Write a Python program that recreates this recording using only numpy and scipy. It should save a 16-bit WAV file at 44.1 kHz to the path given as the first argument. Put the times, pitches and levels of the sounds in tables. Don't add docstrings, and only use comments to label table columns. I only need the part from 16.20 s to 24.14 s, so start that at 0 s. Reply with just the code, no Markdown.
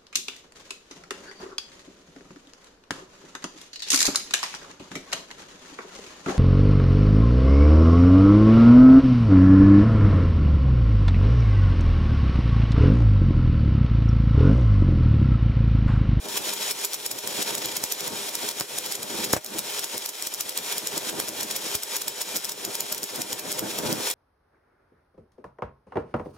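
import sys
import numpy as np
from scipy import signal
from scipy.fft import rfft, irfft
from scipy.io import wavfile
from scipy.ndimage import uniform_filter1d

SR = 44100
rng = np.random.default_rng(int(sys.argv[2]) if len(sys.argv) > 2 else 0)


def inscribe(sig):
    pcm = np.round(np.clip(np.atleast_2d(sig).T, -1, 1) * 32767)
    wavfile.write(sys.argv[1], SR, pcm.astype(np.int16))


N = 350154
TIME_S = np.arange(N) / SR
BAND_EDGE_HZ = 15850


# time in seconds, crack level in dB, crack length in seconds,
# level in dB that the arc builds towards before the drop.
DROPS = [(0.0858, -22, 0.0005, -42), (0.1786, -23, 0.0055, -28.5), (0.3369, -24, 0.0045, -35.5),
         (0.5135, -21, 0.0054, -34.5), (0.6487, -13, 0.0011, -36), (0.7338, -17, 0.0008, -37),
         (0.745, -23, 0.005, -31), (0.8639, -18, 0.0025, -38), (0.9154, -24, 0.0055, -39),
         (0.9887, -27, 0.004, -36.5), (1.0752, -18, 0.0017, -38.5), (1.227, -23, 0.0055, -33.5),
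         (1.3518, -18, 0.0014, -38), (1.382, -25, 0.005, -34), (1.4583, -20, 0.002, -35),
         (1.5696, -12, 0.0006, -37.5), (1.6393, -15, 0.0018, -35.5), (1.7228, -16, 0.002, -32.5),
         (1.8073, -24, 0.0013, -37.5), (1.8782, -20, 0.0013, -31), (2.092, -29, 0.005, -35.5),
         (2.1537, -18, 0.0018, -34), (2.2901, -19, 0.0021, -35), (2.313, -29, 0.004, -33),
         (2.3995, -18, 0.002, -38.5), (2.5859, -16, 0.0016, -37.5), (2.6622, -24, 0.0027, -36),
         (2.7228, -21, 0.0029, -32), (2.755, -26, 0.005, -30), (2.8307, -21, 0.0019, -40),
         (3.048, -24, 0.005, -36.5), (3.1323, -9.5, 0.001, -35), (3.246, -19.5, 0.0004, -45),
         (3.263, -26, 0.002, -44), (3.3916, -12.5, 0.0011, -38.5), (3.594, -21, 0.0024, -35.5),
         (3.6443, -25, 0.0055, -30), (3.7796, -18, 0.0013, -37.5), (3.8603, -19.5, 0.002, -37.5),
         (3.892, -26.5, 0.005, -39), (4.0245, -16, 0.001, -41), (4.0715, -23, 0.004, -32.5),
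         (4.1401, -18, 0.0008, -40.5), (4.2089, -16, 0.0019, -35), (4.2945, -19, 0.0016, -38.5),
         (4.3758, -9, 0.0006, -41), (4.526, -22, 0.0029, -35.5), (4.5817, -16, 0.0015, -31),
         (4.673, -11.5, 0.0008, -36), (4.7785, -16.5, 0.0016, -34.5), (4.898, -27, 0.005, -34),
         (5.0005, -14.5, 0.0016, -37.5), (5.0852, -16, 0.0005, -34), (5.2099, -21, 0.002, -36.5),
         (5.2322, -22, 0.0033, -35), (5.312, -25.5, 0.005, -34.5), (5.3649, -22, 0.0053, -30),
         (5.5529, -17, 0.004, -35), (5.6346, -21, 0.0019, -36.5), (5.7586, -15, 0.0007, -34.5),
         (5.767, -22, 0.005, -32), (5.8197, -21, 0.002, -33.5), (5.882, -14, 0.0015, -40.5),
         (6.0177, -21, 0.0055, -37.5), (6.1653, -15, 0.0016, -37), (6.2467, -18, 0.0011, -36),
         (6.295, -27, 0.0055, -35), (6.3201, -26, 0.004, -35), (6.4507, -17, 0.0014, -41),
         (6.554, -19, 0.002, -35.5), (6.6064, -17, 0.0017, -34), (6.7259, -14.5, 0.0018, -40),
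         (6.781, -26, 0.003, -37), (6.832, -17, 0.0007, -38), (6.96, -28, 0.005, -39.5),
         (7.0186, -20, 0.0028, -31.5), (7.1297, -19, 0.002, -36), (7.195, -27, 0.005, -37),
         (7.319, -20, 0.0022, -37.5), (7.3935, -18, 0.0018, -34), (7.5882, -23, 0.0045, -37.5),
         (7.7279, -13, 0.0005, -36), (7.9128, -22, 0.004, -34)]

def arc_level_db(idle_db=-58, sag_share=0.38, settle_s=0.008, touch_db=2, touch_s=0.01, duck_db=8):
    drop_s, _, length_s, top_db = np.transpose(DROPS)
    growing, sag = drop_cycle()
    built_db = top_db[growing] + sag_share * sag * (idle_db - top_db[growing])
    built_db = uniform_filter1d(built_db, int(settle_s * SR))
    nearest = np.searchsorted((drop_s[1:] + drop_s[:-1]) / 2, TIME_S)
    slowness = length_s[nearest] / np.median(length_s)
    swell_db = touch_db * np.sqrt(slowness) * bump(drop_s[nearest], touch_s)
    return built_db + swell_db - duck_db * duck()


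def drop_cycle(regrow_s=0.072):
    drop_s = np.array(DROPS)[:, 0]
    growing = np.searchsorted(drop_s, TIME_S)
    age_s = TIME_S - np.r_[0, drop_s][growing]
    return np.minimum(growing, len(drop_s) - 1), np.exp(-(age_s / regrow_s) ** 2)


# frequency in Hz, relative level in dB.
HISS_SPECTRUM = [(80, -59.5), (400, -6), (1200, -9), (2800, -8.5), (4600, -8.5), (9000, -21.5),
                 (15500, -16.5)]

def hiss(arc_db, gain_db=5, spurt_db=1.5, swell_db=1.17, grain_db=0.77, detune=0.013):
    surge_db = spurt_db * surges(per_s=52, build_s=0.011) + swell_db * surges(per_s=7.7, build_s=0.058)
    envelope = gain_of(arc_db + gain_db + surge_db + grain_db * wander(rate_hz=1500))
    sway = (1 + np.tanh(2 * wander(rate_hz=5))) / 2
    higher = radiate(envelope * np.sqrt(sway), HISS_SPECTRUM, 1 + detune)
    lower = radiate(envelope * np.sqrt(1 - sway), HISS_SPECTRUM, 1 - detune)
    return higher + lower


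# frequency in Hz, relative level in dB.
CRACK_SPECTRUM = [(100, -7), (500, -3.5), (1200, -6), (2800, -7), (4600, 6), (9000, -5), (15500, 6.5)]
FIZZ_SPECTRUM = [(100, -43), (1200, -14.5), (4000, -19.5), (9000, -21), (15500, -25.5)]

def crackle(arc_db, crack_db=-0.9, fizz_db=-10, fry_db=-14.5, sizzle_db=-44, sputter_db=2, grain_db=1.3):
    fizz_rise_s, fizz_fade_s, fry_s, spit_s = 0.008, 0.002, 0.009, 0.0007
    crack_power, fizz_power, fry_power = np.zeros((3, N))
    median_length_s = np.median(np.array(DROPS)[:, 2])
    spits = [(at_s, level_db, spit_s) for at_s, level_db in TICKS]
    for at_s, level_db, length_s, *_ in list(DROPS) + spits:
        near = slice(int((at_s - 0.05) * SR), int((at_s + 0.05) * SR))
        before_s, after_s = np.maximum(at_s - TIME_S[near], 0), np.maximum(TIME_S[near] - at_s, 0)
        rise_s = 0.65 * length_s
        crack = gain_of(level_db + crack_db) * np.exp(-(before_s / rise_s) ** 2 - after_s / length_s)
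        fizz = gain_of(level_db + fizz_db) * np.exp(-before_s / fizz_rise_s - after_s / fizz_fade_s)
        fry = gain_of(level_db + fry_db) * np.exp(-after_s / fry_s) * (after_s > 0)
        slowness = length_s / median_length_s
        crack_power[near] += crack ** 2
        fizz_power[near] += min(slowness, slowness ** 2) * fizz ** 2
        fry_power[near] += min(slowness, 1) * fry ** 2
    fizz_power += gain_of(sizzle_db + 0.91 * (arc_db - arc_db.mean())) ** 2
    grain = unit_rms(gain_of(grain_db * wander(rate_hz=5000)))
    sputter = unit_rms(gain_of(sputter_db * wander(rate_hz=350)))
    cracks = radiate(np.sqrt(crack_power + fry_power * sputter ** 2) * grain, CRACK_SPECTRUM)
    return cracks + radiate(np.sqrt(fizz_power) * sputter * grain, FIZZ_SPECTRUM)


# time in seconds, level in dB.
TICKS = [(0.6535, -15), (1.567, -19), (2.409, -15), (3.1305, -12), (3.386, -17.5), (4.1462, -20),
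         (5.091, -19), (6.1602, -16), (6.171, -14), (6.2522, -18.5), (6.7477, -19), (6.8399, -17),
         (7.3267, -19), (7.9019, -16)]
# frequency in Hz, relative level in dB.
TICK_SPECTRUM = [(100, -28), (1200, -7), (2800, -8), (5000, 8), (9000, -1), (12500, -6), (15500, 1)]

def spatter(arc_db, snap_db=4, tick_db=7, spark_db=2, sparks_per_s=170, size=512):
    spread_db, variety_db, sharp_s = 2.5, 3, 0.001
    spark_at = np.flatnonzero(rng.random(N) < sparks_per_s / SR)
    excess_db = spread_db * np.minimum(rng.exponential(1, len(spark_at)), 2)
    sparks = list(zip(spark_at / SR, arc_db[spark_at] + spark_db + excess_db))
    snaps = [(at_s, level_db + snap_db - 10 * np.log10(1 + (length_s / sharp_s) ** 2))
             for at_s, level_db, length_s, _ in DROPS]
    ticks = [(at_s, level_db + tick_db) for at_s, level_db in TICKS]
    events = snaps + ticks + sparks
    hz = np.fft.rfftfreq(size, 1 / SR)
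    colours = unit_rms(uniform_filter1d(rng.standard_normal((len(events), 3, len(hz))), size=12))
    colour_db = variety_db * (colours[:, :2] + colours[:, 2:]) / np.sqrt(2)
    clicks = irfft(minimum_phase(at_hz(TICK_SPECTRUM, hz) + resonances_db(hz) + colour_db))
    track = np.zeros((2, N + size))
    for (at_s, level_db), click in zip(events, clicks):
        start = int(at_s * SR)
        track[:, start:start + size] += gain_of(level_db) * unit_rms(click) / np.sqrt(size)
    return track[:, :N]


# start in seconds, level in dB, push length in seconds, thud cutoff in Hz.
POPS = [(1.638, -19.5, 0.00089, 2600), (2.4093, -12, 0.00051, 2600), (2.4147, -16, 0.00046, 2200),
        (3.1354, 3, 0.00046, 2530), (3.16, -18, 0.00035, 2400), (3.1651, -5, 0.00044, 750),
        (3.171, -18, 0.00024, 1400), (5, -12, 0.00034, 2000), (5.551, -21.5, 0.0018, 2000),
        (6.16, -25, 0.00099, 2200)]
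# frequency in Hz, relative level in dB.
BURBLE_SPECTRUM = [(60, -11), (300, -6), (700, -11), (1700, -7.5), (3200, -23), (12000, -28)]

def pops(highpass_hz=65, spray_db=-25, spray_s=0.0074, burble_db=-20, burble_s=0.0086):
    blast, spray, burble = np.zeros((3, N))
    dullest_hz, sharpest_hz = np.sort(np.array(POPS)[:, 3])[[0, -1]]
    for start_s, level_db, push_s, cutoff_hz in POPS:
        near = slice(int(start_s * SR), int(start_s * SR) + SR // 10)
        t = TIME_S[near] - TIME_S[near][0]
        level = gain_of(level_db)
        pressure = level * (1 - t / push_s) * np.exp(-t / push_s)
        blast[near] += signal.lfilter(*signal.butter(2, cutoff_hz, fs=SR), pressure)
        spray[near] += level * gain_of(spray_db) * cutoff_hz / sharpest_hz * np.exp(-t / spray_s)
        dullness = np.sqrt(dullest_hz / cutoff_hz)
        burble[near] += level * gain_of(burble_db) * dullness * np.exp(-t / burble_s)
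    thud = signal.sosfilt(signal.butter(2, highpass_hz, "high", fs=SR, output="sos"), blast)
    return thud + radiate(spray, HISS_SPECTRUM) + radiate(burble, BURBLE_SPECTRUM)


def duck(delay_s=0.061, half_s=0.015, growth=0.46):
    dips = [gain_of(growth * level_db) * bump(at_s + delay_s, half_s) for at_s, level_db, *_ in POPS]
    return np.max(dips, axis=0)


# time in seconds, level in dB.
FLAME_DRIFT = [(0.0, -47), (0.3, -43.5), (0.75, -48), (1.3, -39), (1.7, -45), (2.1, -44.5), (2.5, -46.5),
               (3.0, -38.5), (3.5, -46.5), (3.95, -51), (4.55, -44.5), (5.2, -38.5), (5.7, -48.5),
               (6.35, -45.5), (6.8, -42.5), (7.55, -39.5), (7.8, -37.5), (7.93, -50)]
# centre in seconds, rise in dB (negative: lull), half length in seconds.
FLARES = [(0.072, 12, 0.031), (0.205, 6, 0.018), (0.69, -6, 0.055), (0.95, 4, 0.023), (1.007, -11, 0.024),
          (1.09, 6.5, 0.017), (1.19, 9, 0.014), (1.89, 8, 0.079), (2.245, 7.5, 0.046), (3.367, 8, 0.047),
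          (3.751, 9, 0.024), (4.772, 9, 0.013), (4.98, 4, 0.052), (5.65, -3, 0.052), (5.725, 7.5, 0.012),
          (6.16, 11, 0.03), (6.47, 7, 0.047), (6.878, -20, 0.02), (6.984, 7, 0.022), (7.274, 7, 0.026),
          (7.442, 7.5, 0.03), (7.68, 8, 0.072)]
# frequency in Hz, relative level in dB.
FLUTTER_SPECTRUM = [(40, -58), (150, -19.5), (330, -0.5), (550, 1.5), (900, -6), (1500, -7.5), (4000, -34)]
RUMBLE_SPECTRUM = [(25, -32), (65, -22), (120, -6.5), (210, 0), (330, -3.5), (1200, -37.5)]

def flame(flutter_db=-1, rumble_db=-51, rumble_growth=1.455, lumps_db=2, sag_db=1, duck_db=24):
    level_db = np.interp(TIME_S, *np.transpose(FLAME_DRIFT))
    level_db += sum(rise_db * bump(at_s, half_s) for at_s, rise_db, half_s in FLARES)
    _, sag = drop_cycle()
    level_db -= sag_db * sag + duck_db * duck()
    level_db += lumps_db * wander(rate_hz=35)
    rumble = radiate(gain_of(rumble_db + rumble_growth * (level_db - level_db.mean())), RUMBLE_SPECTRUM)
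    return radiate(gain_of(level_db + flutter_db), FLUTTER_SPECTRUM) + rumble


# centre in Hz, width in Hz, left gain in dB, right gain in dB.
BENCH_MODES = [(405, 150, 3, 4.5), (614, 20, 4, 4), (798, 35, 4, 2.5), (932, 70, 8, 5)]
CAVITY_MODES = [(2410, 120, 3.5, 3.5), (3260, 300, 6.5, 4.5), (3900, 900, 4, 3.5), (4720, 250, -3, -4),
                (5220, 440, 9.5, 2.5), (5900, 700, 8, 4.5), (7000, 640, 12.5, 13), (7900, 280, 10.5, 7),
                (8770, 800, 11.5, 13.5), (9790, 750, 11, 7), (10660, 700, 10, 4), (11880, 780, 1.5, 11),
                (12800, 750, 4, 7), (13560, 750, 0.5, 9)]

def resonances_db(hz):
    return sum(np.array([[left_db], [right_db]]) / (1 + (2 * (hz - centre_hz) / width_hz) ** 2)
               for centre_hz, width_hz, left_db, right_db in list(BENCH_MODES) + list(CAVITY_MODES))


# frequency in Hz, coherence from 0 to 1.
PORT_COHERENCE = [(30, 0.98), (80, 0.88), (450, 0.53), (1300, 0.02), (2400, 0.77), (7000, 0.58),
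                  (15000, 0.13)]
# frequency in Hz, lead of the left in radians.
PORT_LEAD = [(2400, 0.0), (3300, 1.0), (5100, 1.3), (6100, -0.1), (7600, 0.4), (8800, 1.4), (11700, 0.9),
             (12500, 0.1), (13300, -2.8), (14500, -2.7), (15500, 2.2)]
COLOUR_RIPPLE = rng.standard_normal(1500) * (TIME_S[:1500] > 0.007) * np.exp(-TIME_S[:1500] / 0.015)

def radiate(envelope, spectrum, tuning=1, ripple_db=1.7, size=4096):
    hz = np.fft.rfftfreq(size, 1 / SR)
    peaks_db = resonances_db(hz / tuning)
    ring_db = ripple_db * unit_rms(rfft(COLOUR_RIPPLE, size).real)
    colour = minimum_phase(at_hz(spectrum, hz) + peaks_db + ring_db)
    colour /= np.sqrt(np.mean(abs(colour) ** 2 * (hz < BAND_EDGE_HZ)))
    prominence_db = (peaks_db - uniform_filter1d(peaks_db, size=150)).mean(0)
    coherence = np.clip(at_hz(PORT_COHERENCE, hz) + 0.06 * prominence_db, 0, 1)
    phase_shift = np.exp(1j * np.outer([0, -1], at_hz(PORT_LEAD, hz)))
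    direct = (np.sqrt(coherence) * phase_shift, np.tile(rng.standard_normal(N), (2, 1)))
    scattered = (np.sqrt(1 - coherence), rng.standard_normal((2, N)))
    ports = np.zeros((2, N))
    for share, noise in (direct, scattered):
        response = np.roll(irfft(colour * share), size // 2, axis=1)
        ports += signal.oaconvolve(noise * envelope, response, "same", axes=1)
    return ports


# frequency in Hz, time to fall 60 dB in seconds.
ROOM_T60 = [(150, 0.078), (3000, 0.065), (15000, 0.0056)]

def workshop(sound, predelay_s=0.004, size=256):
    reflections = rng.standard_normal((2, SR // 2)) * (TIME_S[:SR // 2] > predelay_s)
    hz, t, bands = signal.stft(reflections, SR, nperseg=size)
    decay = gain_of(-60 * t / at_hz(ROOM_T60, hz)[:, None])
    _, tail = signal.istft(bands * decay, SR, nperseg=size)
    return signal.fftconvolve(sound, tail / np.linalg.norm(tail[0]), axes=1)[:, :N]


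def surges(per_s, build_s):
    collapses = 1.0 * (rng.random(N) < per_s / SR)
    ramps = signal.lfilter([1], [1, -np.exp(-1 / (build_s * SR))], collapses)[::-1]
    return unit_rms(ramps - ramps.mean())


def wander(rate_hz):
    hz = np.fft.rfftfreq(N, 1 / SR)
    return unit_rms(irfft(rfft(rng.standard_normal(N)) * np.exp(-(hz / rate_hz) ** 2), N))


def bump(centre_s, half_s):
    return np.exp(-np.minimum(abs(TIME_S - centre_s) / half_s, 6) ** 2)


def minimum_phase(db):
    log_gain = np.log(gain_of(np.concatenate([db, db[..., -2:0:-1]], axis=-1)))
    return np.exp(np.conj(signal.hilbert(log_gain)))[..., :db.shape[-1]]


def at_hz(table, hz):
    table_hz, values = np.transpose(table)
    return np.interp(np.log(hz + 1), np.log(table_hz + 1), values)


def gain_of(db):
    return 10 ** (np.asarray(db) / 20)


def unit_rms(x):
    return x / np.sqrt(np.mean(x ** 2) + 1e-20)


def scene(room_db=-21, pan_db=0.2):
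    arc_db = arc_level_db()
    weld = hiss(arc_db) + crackle(arc_db) + spatter(arc_db) + flame() + pops()
    return (weld + gain_of(room_db) * workshop(weld)) * gain_of([[-pan_db], [pan_db]])


def record(dry):
    ceiling = 0.65
    rounded = ceiling * np.tanh(dry / ceiling)
    lowpass = signal.firwin(401, BAND_EDGE_HZ, window=("kaiser", 9), fs=SR)
    return signal.oaconvolve(rounded, lowpass[None], "same")


dry = scene()
out = record(dry)
inscribe(out)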